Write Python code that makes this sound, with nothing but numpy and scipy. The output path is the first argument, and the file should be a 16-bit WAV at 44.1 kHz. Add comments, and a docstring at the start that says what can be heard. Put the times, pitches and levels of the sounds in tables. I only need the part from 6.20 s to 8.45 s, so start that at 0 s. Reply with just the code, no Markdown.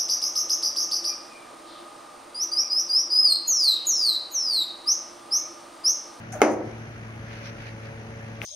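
"""Close behind a refuse truck in a street, its engine running fast to drive the packer.
A short hiss from a valve and a squeak of rubbing steel lead into one hard bang of the packer blade.
The bang rings through the steel hopper, echoes in the street and briefly turns the recorder down.
The engine drones on, the pump whines louder as it takes load, and the blade scrapes softly.
Near the end something in the load snaps and crackles."""
import sys
import numpy as np
from scipy import signal
from scipy.fft import rfft, irfft
from scipy.io import wavfile
from scipy.ndimage import uniform_filter1d

SR = 44100
rng = np.random.default_rng(int(sys.argv[2]) if len(sys.argv) > 2 else 0)


def transcribe(u):
    """Save the signal u as a 16-bit wav file named by the first command-line argument.

    u: samples, shape (n,) or (channels, n), limited to [-1, 1]; the rate is SR.
    q: integer samples, one column per channel.
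    """
    v = np.clip(np.atleast_2d(u).T, -1, 1)
    q = np.round(v * 32767).astype(np.int16)
    wavfile.write(sys.argv[1], SR, q)


N = 99225
T = np.arange(N) / SR
FREQS = np.arange(N // 2 + 1) * SR / N
SIDES = np.array([[1], [-1]])   # left, right

# engine tones, and pump whine at full load: (multiple of the engine's cycle rate, level [dB])
ENGINE_TONES = [(3, -65), (4, -74), (6, -57.5), (8, -42.5), (10, -59), (11, -57.5), (16, -49), (21, -59.5),
                (24, -59.5)]
PUMP_TONES = [(32, -54.5), (40, -53)]
# how alike the left and right sides are: (frequency [Hz], likeness [1 = the same])
USUAL_LIKENESS = [(60, 0.86), (200, 1), (500, 0.4), (1200, 0.54), (2500, 0.34), (5000, 0.24), (12000, 0.06)]
BANG_LIKENESS = [(200, 0.82), (500, 0.56), (1200, 0.61), (2500, 0.53), (5000, 0.54), (12000, 0.16)]

# the colour of each noise, from bass to treble: (frequency [Hz], relative level [dB per Hz])
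RUMBLE_COLOUR = [(30, -14), (45, -4), (90, -3), (190, -2.5), (280, -7.5), (420, -9), (700, -8.5),
                 (1050, -13.5), (1500, -9.5), (2300, -13), (3600, -25), (6000, -26.5), (10000, -32.5),
                 (14000, -48)]
HISS_COLOUR = [(1000, -8), (2300, -0.5), (3600, -29), (5400, -6), (6400, 6), (7600, 1), (9300, -1.5),
               (12000, -13), (14300, -24), (15500, -45)]
NUDGE_COLOUR = [(150, -9), (300, -14), (780, 10), (1100, -10), (1350, 0.5), (2000, -10), (4000, -28.5)]
CRACK_COLOUR = [(500, -15), (1300, -4), (2400, 8), (3800, -29), (6500, -12), (10000, -13), (14000, -23),
                (16000, -42)]
BOOM_COLOUR = [(160, -11), (220, -2.5), (300, 1.5), (500, -2.5), (780, -2), (1100, -5), (1700, -6),
               (2300, -9), (3600, -26.5), (6000, -17), (10000, -23.5), (14000, -40), (16000, -57)]
ECHO_COLOUR = [(150, -7), (300, -5), (700, 5.5), (1300, -12), (2200, -14), (3600, -41), (6000, -35),
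               (12000, -53)]
REBOUND_COLOUR = [(220, -8), (310, 2), (400, 0), (560, -8), (800, -11.5), (1300, -19), (3000, -40),
                  (8000, -60)]
SCRAPE_COLOUR = [(400, 2), (1000, -5), (1700, 3), (2500, 2.5), (3600, -8.5), (5000, -8.5), (7000, -19),
                 (11000, -24.5), (15000, -40)]
RASP_COLOUR = [(1200, -4), (2400, 1), (3500, 2), (4600, 2), (5900, 5), (7000, -29), (11000, -19),
               (15000, -32)]
CRACKLE_COLOUR = [(120, -25), (280, -1), (700, 4), (1050, -5), (2200, 2.5), (4200, -12.5), (6500, -10),
                  (9500, -9), (11000, -26), (13500, -10), (15500, -23)]

# A fade time is how long a sound takes to drop by 60 dB.
# bursts of noise: (time [s], level [dB], rise time [s], fade time [s])
HISSES = [(.12, -36, 0.0041, 0.19), (.29, -37.5, 0.03, 0.18)]
NUDGES = [(.137, -38.5, .003, 0.83), (.205, -27, 0.0015, 0.024)]
REBOUNDS = [(.279, -19, 0.0028, .3)]
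CRACKLES = [(2.207, -37.5, 0.021, 0.94)]
# the path of the squeak: (time [s], pitch [Hz], level [dB])
SQUEAK_PATH = [(.124, 747.6, -51), (.138, 748, -35), (.148, 647, -39), (0.159, 600, -33.5),
               (0.177, 620, -43), (.2, 574, -68)]
# the blade strikes and chatters: (time after the bang starts [s], relative level [dB])
BLADE_BLOWS = [(0, 6.5), (.007, -0.5), (.013, -6), (.0215, -7)]
# notes of the struck edge and the hopper walls: (pitch [Hz], relative level [dB], fade time [s])
EDGE_NOTES = [(2100, -4, 0.022), (2660, -11, 0.0096), (6630, -7, 0.016), (10000, -12.5, .004)]
WALL_NOTES = [(216, -4, 0.55), (286, -6, 0.43), (305, 2, 0.41), (327, -2, .44), (365, 1, 0.56),
              (391, -1, 0.47), (444, -7.5, .48), (493, -2.5, 0.49), (524, 2.5, .39), (571, 4, 0.29),
              (618, -0.5, 0.4), (680, -2, 0.44), (751, -5, 0.5), (788, -1, 0.3), (807, -7, .36),
              (860, 0, 0.29), (940, -9, 0.36), (1092, -4, 0.17), (1192, -13, 0.27), (1305, -16.5, 0.64),
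              (1950, -12, 0.25), (2097, -2, .18)]
# how long the steel plates ring: (frequency [Hz], fade time [s])
BOOM_FADES = [(200, 0.42), (400, 0.65), (800, 0.4), (1500, 0.29), (2500, 0.24), (6000, 0.28), (14000, 0.16)]
# the blade scrapes over the load: (middle time [s], half length [s], level [dB])
SCRAPES = [(1.183, 0.084, -45), (1.276, 0.015, -46.5), (1.413, 0.031, -47), (1.487, 0.031, -45.5),
           (1.66, 0.031, -49), (2.095, 0.066, -56)]
# peaks and dips of the microphone openings: (frequency [Hz], gain [dB], sharpness [Q])
LEFT_PORT = [(6190, 12.5, 3.47), (8240, -21.5, 2.15)]
RIGHT_PORT = [(7740, -20, 4.03), (8960, 8, 5.3), (4770, -1, 0.33)]

ENGINE_CYCLE_HZ = 14.05
PUMP_LOAD_S, PUMP_RISE_S, PUMP_IDLE_DB = 0.96, 0.17, -6.5
BANG_S, BANG_RISE_S, PUSH_LENGTH_S = 0.2171, 0.0038, 0.001323
SNAP_S, SNAP_HZ = 2.217, 2450
LIMIT_DB, RECOVERY_DB_PER_S, LIMIT_SMOOTH_S = -11, 43, 0.002


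def from_db(db):
    """Turn decibels into a number to multiply by."""
    return 10 ** (np.asarray(db) / 20)


def at_hz(table, hz):
    """Read between a table's rows, giving each octave equal room."""
    freqs, values = np.transpose(table)
    return np.interp(np.log(hz), np.log(freqs), values)


def drift(hz):
    """A random wobble of typical size 1, mostly slower than hz."""
    wobble = irfft(rfft(rng.standard_normal(N)) / (1 + (FREQS / hz) ** 2), N)
    return wobble / np.sqrt(np.mean(wobble ** 2) + 1e-20)


def noise(colour, shape=None, likeness=USUAL_LIKENESS):
    """Stereo noise of power 1; shape(hz), if given, then sets each band's loudness over time."""
    shared, opposed = rfft(rng.standard_normal((2, N)))
    hz = FREQS + 1
    alike = at_hz(likeness, hz)
    gain = from_db(at_hz(colour, hz)) / np.sqrt(1 + (colour[0][0] / hz) ** 6)   # cut below row one
    spectrum = gain * (np.sqrt(1 + alike) * shared + np.sqrt(1 - alike) * opposed * SIDES)
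    spectrum /= np.std(irfft(spectrum, N))
    if shape is None:
        return irfft(spectrum, N)
    band = np.floor(3 * np.log2(np.clip(FREQS, 100, SR) / 100))   # three bands per octave
    return sum(irfft(spectrum * (band == k), N) * shape(100 * 2 ** ((k + .5) / 3)) for k in range(23))


def burst(start_s, rise_s, fade_s):
    """A loudness curve: a straight rise, then a fade."""
    rise = np.clip((T - start_s) / rise_s, 0, 1)
    return rise * from_db(-60 * np.maximum(T - start_s - rise_s, 0) / fade_s)


def noise_bursts(rows, colour):
    """Noise that rises and fades once for each row."""
    return noise(colour) * sum(from_db(db) * burst(s, rise, fade) for s, db, rise, fade in rows)


def swell(middle_s, half_s, db):
    """A smooth, bell-shaped loudness curve."""
    return from_db(db) * np.exp(-((T - middle_s) / half_s) ** 2 / 2)


def click(time_s):
    """A single sample of height 1."""
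    return 1.0 * (np.arange(N) == int(time_s * SR))


def ring(x, hz, fade_s):
    """Each click in x starts a pure note that fades away."""
    decay, step = from_db(-60 / (fade_s * SR)), 2 * np.pi * hz / SR
    return signal.lfilter([0, np.sin(step)], [1, -2 * decay * np.cos(step), decay ** 2], x + 1e-18)


def only(x, side, hz, order=4):
    """Let through the "low" or "high" side of a frequency."""
    return signal.sosfilt(signal.butter(order, hz, side, fs=SR, output="sos"), x)


def placed(x, left_leads_s, left_louder_db):
    """Move a sound sideways: one ear hears it sooner, and one louder."""
    shift = np.exp(1j * np.pi * FREQS * left_leads_s * SIDES)
    return irfft(rfft(x) * shift, N) * from_db(left_louder_db * SIDES / 2)


def fluttering_tones(table, phase):
    """Tones locked to the engine's turning, each wavering in loudness."""
    return sum(from_db(db) * np.sqrt(2) * (1 + 0.25 * drift(29))
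               * np.sin(multiple * phase + rng.uniform(0, 2 * np.pi)) for multiple, db in table)


def engine():
    """Engine drone and hydraulic pump whine, over a rumble whose treble throbs with the firings."""
    cycle_hz = ENGINE_CYCLE_HZ * (1 + 0.0049 * drift(2.83))
    phase = 2 * np.pi * np.cumsum(cycle_hz) / SR
    drone = fluttering_tones(ENGINE_TONES, phase)
    load = np.clip((T - PUMP_LOAD_S) / PUMP_RISE_S, 0, 1)
    whine = from_db(PUMP_IDLE_DB * (1 - load)) * fluttering_tones(PUMP_TONES, phase)
    throb = 0.13 * np.cos(4 * phase)   # four firings per cycle
    rumble = noise(RUMBLE_COLOUR, lambda hz: from_db(drift(17)) * (1 + throb * (hz > 800)))
    return placed(drone + whine + from_db(-43) * rumble, left_leads_s=0.0002, left_louder_db=0.86)


def hiss():
    """Air or oil spurts through a valve twice."""
    return noise_bursts(HISSES, HISS_COLOUR)


def squeak():
    """Steel rubbing under load makes a rough, falling tone with a faint octave above."""
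    times, hz, db = np.transpose(SQUEAK_PATH)
    rough_hz = np.interp(T, times, hz) * (1 + 0.028 * drift(196))
    phase = 2 * np.pi * np.cumsum(rough_hz) / SR
    tone = np.sin(phase) + from_db(-17.5) * np.sin(2 * phase)
    loudness = from_db(np.interp(T, times, db)) * (T > times[0]) * (T < times[-1])
    return loudness * np.sqrt(2) * tone


def nudges():
    """Soft knocks as the blade takes up its slack."""
    return noise_bursts(NUDGES, NUDGE_COLOUR)


def air_push():
    """Each blow of the blade pushes the air, then pulls it back."""
    waves = np.zeros(N)
    for delay_s, db in BLADE_BLOWS:
        progress = (T - BANG_S - delay_s) / PUSH_LENGTH_S
        waves += from_db(db) * (1 - 2 * progress) * (progress >= 0) * (progress < 1)
    return from_db(3) * only(waves, "low", hz=2760)


def wall_ring():
    """The struck hopper walls ring with many wavering notes."""
    notes = np.zeros(N)
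    for hz, db, fade_s in WALL_NOTES:
        sign = rng.choice([-1, 1])
        flutter = 1 + 0.35 * drift(22)
        notes += sign * from_db(db) * flutter * ring(click(BANG_S), hz, fade_s)
    return from_db(-14.5) * notes * np.clip((T - BANG_S) / BANG_RISE_S, 0, 1)


def edge_crack():
    """The struck edge gives a sharp crack and a very short ring."""
    crack = from_db(-4) * noise(CRACK_COLOUR) * burst(BANG_S, rise_s=0.0003, fade_s=0.009)
    return crack + sum(from_db(db) * ring(click(BANG_S), hz, fade) for hz, db, fade in EDGE_NOTES)


def plate_boom():
    """The steel plates ring with so many notes that they blur into noise."""
    boom = noise(BOOM_COLOUR, lambda hz: burst(BANG_S, BANG_RISE_S, at_hz(BOOM_FADES, hz)), BANG_LIKENESS)
    return from_db(-9) * boom


def street_echo():
    """The street throws the bang back as a soft wash of noise."""
    return from_db(-25) * noise(ECHO_COLOUR) * burst(BANG_S, rise_s=0.064, fade_s=0.69)


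def bang():
    """The blade hits the hopper: all five parts together, with the deep bass cut."""
    whole = air_push() + wall_ring() + edge_crack() + plate_boom() + street_echo()
    return placed(only(whole, "high", hz=211), left_leads_s=-0.00004, left_louder_db=0.8)


def rebound():
    """The blade bounces on the hopper with a dull thud."""
    return noise_bursts(REBOUNDS, REBOUND_COLOUR)


def scrapes():
    """The blade drags over the load in grainy swells, and catches harder once."""
    rubbing = sum(swell(*row) for row in SCRAPES) * noise(SCRAPE_COLOUR)
    rasp = swell(middle_s=1.267, half_s=0.024, db=-45) * noise(RASP_COLOUR)
    grain = from_db(2.5 * drift(90))
    return placed((rubbing + rasp) * grain, left_leads_s=0.000476, left_louder_db=-0.3)


def snap():
    """Something in the load breaks: a very short ping on the left, and a crackle that lingers."""
    ping = click(SNAP_S)
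    for _ in range(2):   # ringing twice softens the start
        ping = ring(ping, SNAP_HZ, fade_s=0.00205)
    ping = only(ping, "high", hz=1700, order=3)
    ping = ping / np.abs(ping).max() * from_db(-20 + 7 * SIDES)
    crackle = noise_bursts(CRACKLES, CRACKLE_COLOUR) * from_db(2 * drift(300))
    return ping + crackle


def scene():
    """Everything as it arrives behind the hopper."""
    return engine() + hiss() + squeak() + nudges() + bang() + rebound() + scrapes() + snap()


def microphone_port(x, peaks):
    """The small opening over a microphone boosts some frequencies and weakens others."""
    for hz, db, q in peaks:
        gain, step = from_db(db / 2), 2 * np.pi * hz / SR
        width, middle = np.sin(step) / (2 * q), -2 * np.cos(step)
        x = signal.lfilter([1 + width * gain, middle, 1 - width * gain],
                           [1 + width / gain, middle, 1 - width / gain], x)
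    return x


def gain_control(x):
    """The recorder turns itself down fast when the sound is too loud, then slowly back up."""
    power = uniform_filter1d(np.mean(x ** 2, axis=0), size=400)
    over_db = np.maximum(10 * np.log10(np.maximum(power, 1e-12)) - LIMIT_DB, 0)
    recovery_db = RECOVERY_DB_PER_S * T
    cut_db = np.maximum.accumulate(over_db + recovery_db) - recovery_db
    smooth = np.exp(-1 / (LIMIT_SMOOTH_S * SR))
    return x * from_db(-signal.lfilter([1 - smooth], [1, -smooth], cut_db))


def record(dry):
    """Two microphones and the gain control, then rounded peaks and a cut of the highest treble."""
    x = np.array([microphone_port(dry[0], LEFT_PORT), microphone_port(dry[1], RIGHT_PORT)])
    x = gain_control(x)
    x = x / (1 + x ** 6) ** (1 / 6)
    return signal.sosfilt(signal.cheby2(16, 70, 16500, fs=SR, output="sos"), x)


dry = scene()
out = record(dry)
transcribe(out)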